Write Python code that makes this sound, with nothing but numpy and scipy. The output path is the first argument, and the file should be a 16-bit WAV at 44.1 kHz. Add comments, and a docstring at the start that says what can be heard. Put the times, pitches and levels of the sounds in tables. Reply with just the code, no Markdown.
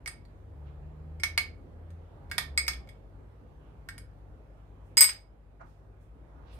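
"""A steel spoon knocks a small hand-held glass bowl in a kitchen; then the bowl is set down and rattles.
Each blow adds short dying sines for glass and steel to a puff of noise; echoes and a noisy tail follow.
Sleeves and a brush rustle softly as grainy noise, over a murmur of filtered noise.
An appliance hums as wavering sines; a vehicle outside speeds up and shifts gear as two gliding sines."""
import sys
import numpy as np
from scipy import signal
from scipy.fft import rfft, irfft
from scipy.io import wavfile
from scipy.ndimage import uniform_filter1d

SR = 44100
rng = np.random.default_rng(int(sys.argv[2]) if len(sys.argv) > 2 else 0)


def undo_db(level):
    """Turn decibels back into plain size, where 20 dB means ten times bigger."""
    steps = np.asarray(level, float) / 20
    return 10 ** steps


def unload_wav(signal):
    """Save mono or channel-first audio to the path in sys.argv[1] as 16-bit WAV at rate SR, clipped to [-1, 1]."""
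    wavfile.write(
        sys.argv[1],
        SR,
        np.round(np.clip(np.atleast_2d(signal).T, -1, 1) * 32767).astype(np.int16),
    )


N = 290599  # length in samples

# the families of rim shapes in which the glass can ring: f/Hz
SHAPES_HZ = (2200, 5000, 8300, 12500)
# the notes of the steel spoon: f/Hz
SPOON_HZ = (740, 965, 1220, 1455, 1590, 1820, 2500, 3180, 3460, 3900, 4290, 4720, 5235, 5880, 6540, 7000,
            8480, 9250, 10280, 10900, 11500)
RUB_RISE = 0.6  # a rub swells in this share of its fall time


def evened(x):
    """Scales a sound to unit loudness (rms)."""
    return x / np.sqrt(np.mean(x ** 2) + 1e-20)


def read(points, hz):
    """Reads a curve of (frequency, value) points, straight between them on a log frequency scale."""
    f, value = np.transpose(points)
    return np.interp(np.log(hz + 1), np.log(f + 1), value)


def add(mix, s, sound):
    """Lays a stereo sound into the mix from s seconds on, cut off at the end."""
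    part = mix[:, round(s * SR):][:, :sound.shape[1]]
    part += sound[:, :part.shape[1]]


def sides(pan_db):
    """Gains of left and right; the left is pan_db louder."""
    return undo_db(np.array([[pan_db / 2], [-pan_db / 2]]))


def coloured(x, gain):
    """Filters x by gain(hz), with unit loudness after."""
    hz = np.fft.rfftfreq(x.shape[-1], 1 / SR)
    return evened(irfft(rfft(x) * gain(hz), x.shape[-1]))


def drift(rate_hz):
    """A random wander of unit size, mostly slower than rate_hz."""
    return coloured(rng.standard_normal(N), lambda hz: 1 / (1 + (hz / rate_hz) ** 2))


def murmur():
    """Room and street: random short-time spectra, alike in both ears in the bass, in drifting patches."""
    # tone of the murmur: f/Hz, level/dB per Hz (relative)
    air = [(15, -35), (25, -11), (38, -8), (59, 0.5), (76, -11), (108, -7.5), (123, -14), (149, -12),
           (175, -15), (489, -18), (775, -23), (2610, -42), (5570, -55), (14800, -56.5), (16000, -67)]
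    # its swelling: t/s, level/dB (relative)
    swell = [(0.0, -62), (1.3, -60), (1.9, -60.5), (2.6, -57.5), (3.1, -62), (5.0, -62), (6.0, -63.5),
             (6.59, -60)]
    # likeness of left and right: f/Hz, likeness (1 = same, -1 = opposite)
    likeness = [(60, 0.87), (180, 0.81), (550, 0.41), (1650, -0.16), (4970, -0.051), (15000, -0.61)]
    # how much louder the left is: f/Hz, difference/dB
    lean_points = [(60, 5), (180, -2.5), (550, -2.5), (1650, -6), (4970, -1.5), (15000, 1)]
    patchy_db = 1.5
    frames, hz = N // 512 + 5, np.fft.rfftfreq(2048, 1 / SR)
    a, b, c, d, patches = rng.standard_normal((frames, 1025, 5)).T
    patches = uniform_filter1d(patches, 20, 0)  # smooth over frequency
    patches = evened(uniform_filter1d(patches, 10, 1))  # and over time

    left = a + 1j * b
    other = c + 1j * d
    same = np.clip(read(likeness, hz), -1, 1)[:, None]
    spectra = np.array([left, same * left + np.sqrt(1 - same ** 2) * other])
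    lean = read(lean_points, hz)[:, None] / 2
    spectra *= undo_db(read(air, hz)[:, None] + patchy_db * patches + np.array([lean, -lean]))
    band = (hz > 200) & (hz < 1500)  # the band that sets the loudness
    spectra /= np.sqrt(np.mean(abs(spectra[:, band]) ** 2) * band.mean())

    s, db = np.transpose(swell)
    swell_db = np.interp(np.arange(frames) * 512 / SR, s, db - db.mean())
    reach = read([(100, 0.96), (1000, 1.0), (6000, 0.42)], hz)[:, None]  # the microphone's own hiss swells least
    spectra *= undo_db(-23.0 + db.mean() + reach * swell_db)
    return signal.istft(spectra, nperseg=2048, noverlap=1536)[1][:, :N]


def hum():
    """The appliance: steady motor notes that waver a little in strength."""
    # motor notes: f/Hz, level/dB (before the wavering)
    orders = [(49.15, -54.5), (97.6, -62.5), (98.7, -62.5), (146.5, -66)]
    waver_db = 1.6
    t = np.arange(N) / SR
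    lines = 0
    for hz, db in orders:
        strength = undo_db(db + waver_db * drift(1.4))
        lines = lines + strength * np.sin(2 * np.pi * (hz * t + rng.random()))
    return np.sqrt(2) * lines * sides(1.5)


def boom(hz):
    """Gain of the room for a low note: it swells as it crosses a resonance."""
    # the room's bass resonances: f/Hz, half width/Hz, level/dB
    booms = [(59.97, 9.5, 3.5), (71.2, 2.8, 10), (80.3, 3, 12), (153.3, 7, 20)]
    return np.sqrt(1 + sum(undo_db(2 * db) / (1 + ((hz - f) / width) ** 2) ** 2 for f, width, db in booms))


def vehicle():
    """The engine's firing note and its octave come through the walls, slightly rough."""
    # it climbs in one gear, shifts up and draws away: t/s, firing f/Hz, level/dB (before room and roughness)
    engine = [(0, 70.32, -61.5), (.3, 71.35, -70.5), (.65, 72.85, -53), (1.3, 80.53, -56.5),
              (1.65, 82.98, -61.5), (1.92, 83.64, -50), (2.22, 83.38, -68), (2.42, 76.42, -54),
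              (2.6, 66.08, -46.5), (2.8, 60.3, -48), (2.9, 59.23, -82), (3.2, 58.3, -58),
              (5.3, 59.45, -68.5), (6.3, 58.6, -60), (6.59, 57.96, -49.5)]
    octave_db = -17  # the octave against the firing note
    s, *columns = np.transpose(engine)
    hz, db = (np.interp(np.arange(N) / SR, s, c) for c in columns)
    turn = 2 * np.pi * np.cumsum(hz * (1 + 0.0045 * drift(9.6))) / SR
    rough = undo_db(db + 1.5 * drift(10.0))
    firing = boom(hz) * np.sin(turn) * sides(0.46)
    octave = undo_db(octave_db) * boom(2 * hz) * np.sin(2 * turn) * sides(-2.9)
    return np.sqrt(2) * rough * (firing + octave)


def kitchen(x):
    """The room's tail: sparse clicks of random sign, one in every 20 samples, each band dying at its own speed."""
    # how long the tail lasts: f/Hz, time to fall by 60 dB/s
    fade_times = [(500, .3), (2000, 0.26), (5000, .22), (10000, 0.18), (15000, 0.16)]
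    clicks = np.zeros((2, SR // 2))
    at = np.arange(150, SR // 2 - 20, 20)
    places = at + rng.integers(0, 20, (2, len(at)))
    np.put_along_axis(clicks, places, rng.choice([-1.0, 1.0], (2, len(at))), 1)
    hz, t, bands = signal.stft(clicks, SR, nperseg=128)
    bands *= undo_db(-60 * t / read(fade_times, hz)[:, None])
    # make all bands about equally strong
    bands /= np.linalg.norm(uniform_filter1d(abs(bands), 5, 1), axis=2, keepdims=True)
    tail = signal.istft(bands, SR, nperseg=128)[1]
    return signal.fftconvolve(x, tail / np.linalg.norm(tail[0]), axes=1)[:, :N]


def rustle(db, fall, hz, octaves):
    """A soft rub: a grainy puff of noise round one broad band."""
    rise = RUB_RISE * fall
    t = np.arange(-3 * rise, 5 * fall, 1 / SR)
    shape = np.where(t < 0, np.exp(-(t / rise) ** 2), np.exp(-t / fall))
    grain_db = 1.6 * rng.standard_normal(len(t) // 100 + 1)  # a new strength every 100 samples
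    grain = rng.standard_normal((2, len(t))) * undo_db(grain_db.repeat(100)[:len(t)])
    puff = coloured(grain, lambda f: np.exp(-(np.log2((f + 1) / hz) / octaves) ** 2))
    return undo_db(db) * sides(-6.0) * shape * puff


def ringing(hz, db, t60, pan_db):
    """Dying sines set going by one blow, strengths partly by chance, each reaching the right ear a little later."""
    contact_s = 0.0005  # the time scale of the soft start
    lag, lag_spread = 0.00012, 0.00003  # delay to the right ear and its chance part, s
    t = np.arange(SR // 3) / SR
    chance = rng.random((len(hz), 2))
    sound = 0
    for f, d, decay, pan, (a, b) in zip(hz, db, t60, pan_db, chance):
        ears = np.array([t, np.maximum(t - lag - lag_spread * (2 * b - 1), 0)])
        strength = undo_db(d - 3.3 * a - 60 * t / decay)
        sound = sound + strength * sides(pan) * np.sin(2 * np.pi * f * ears)
    onset = 1 - np.exp(-np.array([t, np.maximum(t - lag, 0)]) / contact_s)
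    return sound * onset


def knock(db, lean, fade=0.0015):
    """The dull contact: a short puff of noise, coloured by the touch and leaning by lean(hz) dB."""
    # tone of the contact: f/Hz, level/dB per Hz (relative)
    contact = [(200, -41.5), (700, -25.5), (1100, -9.5), (1800, 0.5), (2600, -6), (4000, -6.5), (6000, -13),
               (9000, -15), (13000, -13.5), (15500, -34.5), (16300, -64.5)]
    grit = rng.standard_normal((2, 2048))
    grit[1] = 0.3 * grit[0] + 0.95 * grit[1]  # the ears are partly alike
    puff = coloured(grit, lambda hz: undo_db(read(contact, hz) + lean(hz)))
    return undo_db(db) * sides(-2.5) * puff * np.exp(-np.arange(2048) / SR / fade)


def spoon(db):
    """Steel held in fingers or lying in sauce rings briefly."""
    # level of each spoon note under a blow: level/dB
    notes_db = np.array((-23, -23, -21, -25.5, -15.5, -9.5, -31, -22, -20.5, -34, -22, -17.5, -24.5, -29,
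                         -26.5, -36, -22, -24.5, -25.5, -28.5, -25))
    count = len(SPOON_HZ)
    return ringing(SPOON_HZ, db + notes_db, np.full(count, 0.027), np.full(count, -3.0))


def bowl(shape_db, grip):
    """The glass rings as the blow drives its rim shapes; a grip shortens every ring."""
    # notes of the glass: f/Hz
    bowl_hz = (2150, 2215, 2890, 4880, 4961, 6598, 8030, 8075, 8200, 8590, 8956, 10540, 11360, 11820, 11955,
               13736, 14830, 15400)
    # for each note: level/dB (before the drive), time to fall by 60 dB when free/s, left over right/dB
    notes = [(-7, 0.12, 8), (0, 0.12, -8.5), (-12, 0.038, -3), (-5.5, 0.22, 0.5), (2, 0.1, -8.5),
             (-6, 0.039, -8.5), (-5.5, 0.064, 4), (-5.5, 0.049, 4), (5, 0.08, 6.5), (-16, 0.077, 3.5),
             (-8, 0.082, 6), (-8, 0.057, 1.5), (-11.5, .05, 0), (0.5, 0.07, 0.5), (-4.5, .07, -6.5),
             (-1.5, 0.034, -3), (-4.5, 0.029, -6.5), (-10, .06, 0)]
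    db, t60, pan_db = np.transpose(notes)
    drive_db = read(list(zip(SHAPES_HZ, shape_db)), np.array(bowl_hz))
    return ringing(bowl_hz, db + drive_db, t60 * grip, pan_db)


def rock(knock_db, low_db, second_db, step_db):
    """Free glass on stone: longer rings, a hard knock, a thud of the worktop, the spoon jolted inside."""
    # the worktop's dull notes: f/Hz, level/dB (against the blow), time to fall by 60 dB/s
    counter = [(381, -32.5, .06), (500, -33.5, 0.045), (600, -30, .05), (814, -31, 0.14), (1035, -20, .05),
               (1293, -22.5, 0.042)]
    top_db = -7  # stone drives the highest shape less
    shape_db = (low_db, second_db, second_db + step_db, second_db + 2 * step_db + top_db)
    hz, db, t60 = np.transpose(counter)
    sound = bowl(shape_db, grip=0.82) + spoon(knock_db - 12.0)
    sound += ringing(hz, knock_db + db, t60, np.full(len(hz), -3.0))

    def lean(f):
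        return 0.44 * read(list(zip(SHAPES_HZ, shape_db)), f)

    add(sound, 0, knock(knock_db - 13.5, lean, fade=0.012))
    return sound


def tap(knock_db, spoon_hz, drive_db, drop_db):
    """Held glass and held steel: short rings, the spoon's notes near its favoured pitch standing out."""
    third_drop = 1.4  # the third shape drops this many times as far as the second
    fourth_db = -11.5  # the fourth shape against the third

    def favour(hz, octaves):
        return np.exp(-(np.log2((np.asarray(hz) + 1) / spoon_hz) / octaves) ** 2)

    third_db = drive_db - third_drop * drop_db
    sound = bowl((drive_db, drive_db - drop_db, third_db, third_db + fourth_db), grip=0.51)
    sound += spoon(knock_db - 2.5 + 14.0 * favour(SPOON_HZ, 0.16))
    add(sound, 0, knock(knock_db - 10.5, lambda hz: 6.4 * favour(hz, 0.17)))
    low_cut = signal.butter(4, 620.0, "high", fs=SR, output="sos")  # small things radiate little bass
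    return signal.sosfilt(low_cut, sound)


def scene():
    """Bowl and hands close by, with their echoes, over the steady sounds."""
    # soft rubs of hands, cloth and brush: t/s (the peak), level/dB, fall/s, centre f/Hz, width/octaves
    rustles = [(.68, -74, 0.045, 2460, 0.8), (3.66, -78.5, 0.099, 2710, .4), (4.87, -84, .05, 8030, 0.88),
               (5.615, -48.5, 0.023, 890, 0.91), (5.7, -77.5, 0.088, 2980, 1.9),
               (6.025, -80, .03, 7950, .9), (6.42, -64, 0.18, 890, 0.79), (6.53, -67.5, .11, 2870, 0.86),
               (5.613, -74.5, .012, 5000, 0.68), (6.545, -72.5, .04, 9700, .5)]
    # the freed bowl lands and rocks on the counter: t/s, blow level/dB,
    # drive of the lowest shape/dB, of the second/dB, step to each higher one/dB
    rocks = [(4.97, -10.5, -31, -18, -2), (4.977, -22, -19.5, -14.5, 0), (5.007, -11, -17.5, -13, 6),
             (5.0134, -10.5, -26.5, -15.5, -5), (5.0224, -13, -28, -14, 0.5),
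             (5.0284, -13, -31.5, -19.5, -1), (5.0414, -16, -28.5, -21.5, 2.14),
             (5.075, -24, -45.5, -38.5, -3), (5.0897, -17.5, -32.5, -29, -6)]
    # spoon on the gripped bowl: t/s, blow level/dB, spoon's favoured f/Hz,
    # drive of the lowest shape/dB, drop to the next shape/dB
    taps = [(.0598, -26.5, 6000, -32, 15.5), (.0757, -18.5, 9000, -40.5, 0), (.1794, -65, 2000, -62, 23),
            (.2518, -50.5, 4500, -74, 13), (1.1992, -38, 5270, -43, 9), (1.2346, -8.5, 5700, -19.5, 13),
            (1.3768, -7, 4300, -15, 15), (1.9044, -48, 6970, -84, -4), (2.2991, -47, 3970, -54.5, 21.5),
            (2.3141, -18, 1530, -32, 11.5), (2.381, -6, 3860, -26.5, 10), (2.576, -11.5, 4380, -17, 5.5),
            (2.6657, -45, 3480, -37, 7.5), (2.6803, -8, 5240, -22.5, 8), (2.7336, -29, 3420, -40.5, 9.5),
            (2.8738, -49, 2100, -55, 20), (2.8897, -38, 3300, -50.5, 8.5), (3.8876, -24, 1650, -39.5, 8),
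            (3.9799, -31, 10320, -51, 1.5)]
    # counter and wall: delay/ms, left level/dB, right level/dB
    echoes = [(2.1, -12, -18), (4.2, -13, -8), (5.6, -17, -10.5), (7.3, -9, -15)]

    near = np.zeros((2, N))
    for table, source in ((taps, tap), (rocks, rock)):
        for s, *row in table:
            add(near, s, source(*row))
    for s, db, fall, *row in rustles:
        add(near, s - 3 * RUB_RISE * fall, rustle(db, fall, *row))

    mix = near + undo_db(-4.0) * kitchen(near) + murmur() + hum() + vehicle()
    for ms, *ears_db in echoes:
        add(mix, ms / 1000, near * undo_db(np.array(ears_db))[:, None])
    return mix * np.minimum(np.arange(N) / 300, 1)  # a very short fade-in


def band_limit(x):
    """A steep low-pass at the top of the band."""
    return signal.sosfilt(signal.butter(12, 16430, fs=SR, output="sos"), x)


def record(dry):
    """The microphone squashes peaks and limits the band; gain control dips after loud blows, recovers slowly."""
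    knee = 0.72  # the ceiling towards which peaks are squashed
    power_db = 10 * np.log10(abs(uniform_filter1d((dry ** 2).mean(0), 400)) + 1e-12)
    fall = np.arange(N) * 5.2 / SR  # the held peak level sinks by 5.2 dB a second
    held_db = np.maximum.accumulate(power_db + fall) - fall
    over_db = np.maximum(held_db + 14.5, 0)  # excess above -14.5 dB
    late_db = signal.lfilter([1 / 1500], [1, 1 / 1500 - 1], over_db)  # reacts over some 1500 samples

    squashed = knee * np.tanh(dry / knee)
    low_cut = signal.butter(4, 40.0, "high", fs=SR, output="sos")
    high_cut = signal.cheby2(8, 40, 16800, fs=SR, output="sos")
    limited = signal.sosfilt(high_cut, signal.sosfilt(low_cut, squashed))
    return band_limit(limited / undo_db(0.5 * late_db))  # half of the excess is taken away


dry = scene()
out = record(dry)
unload_wav(out)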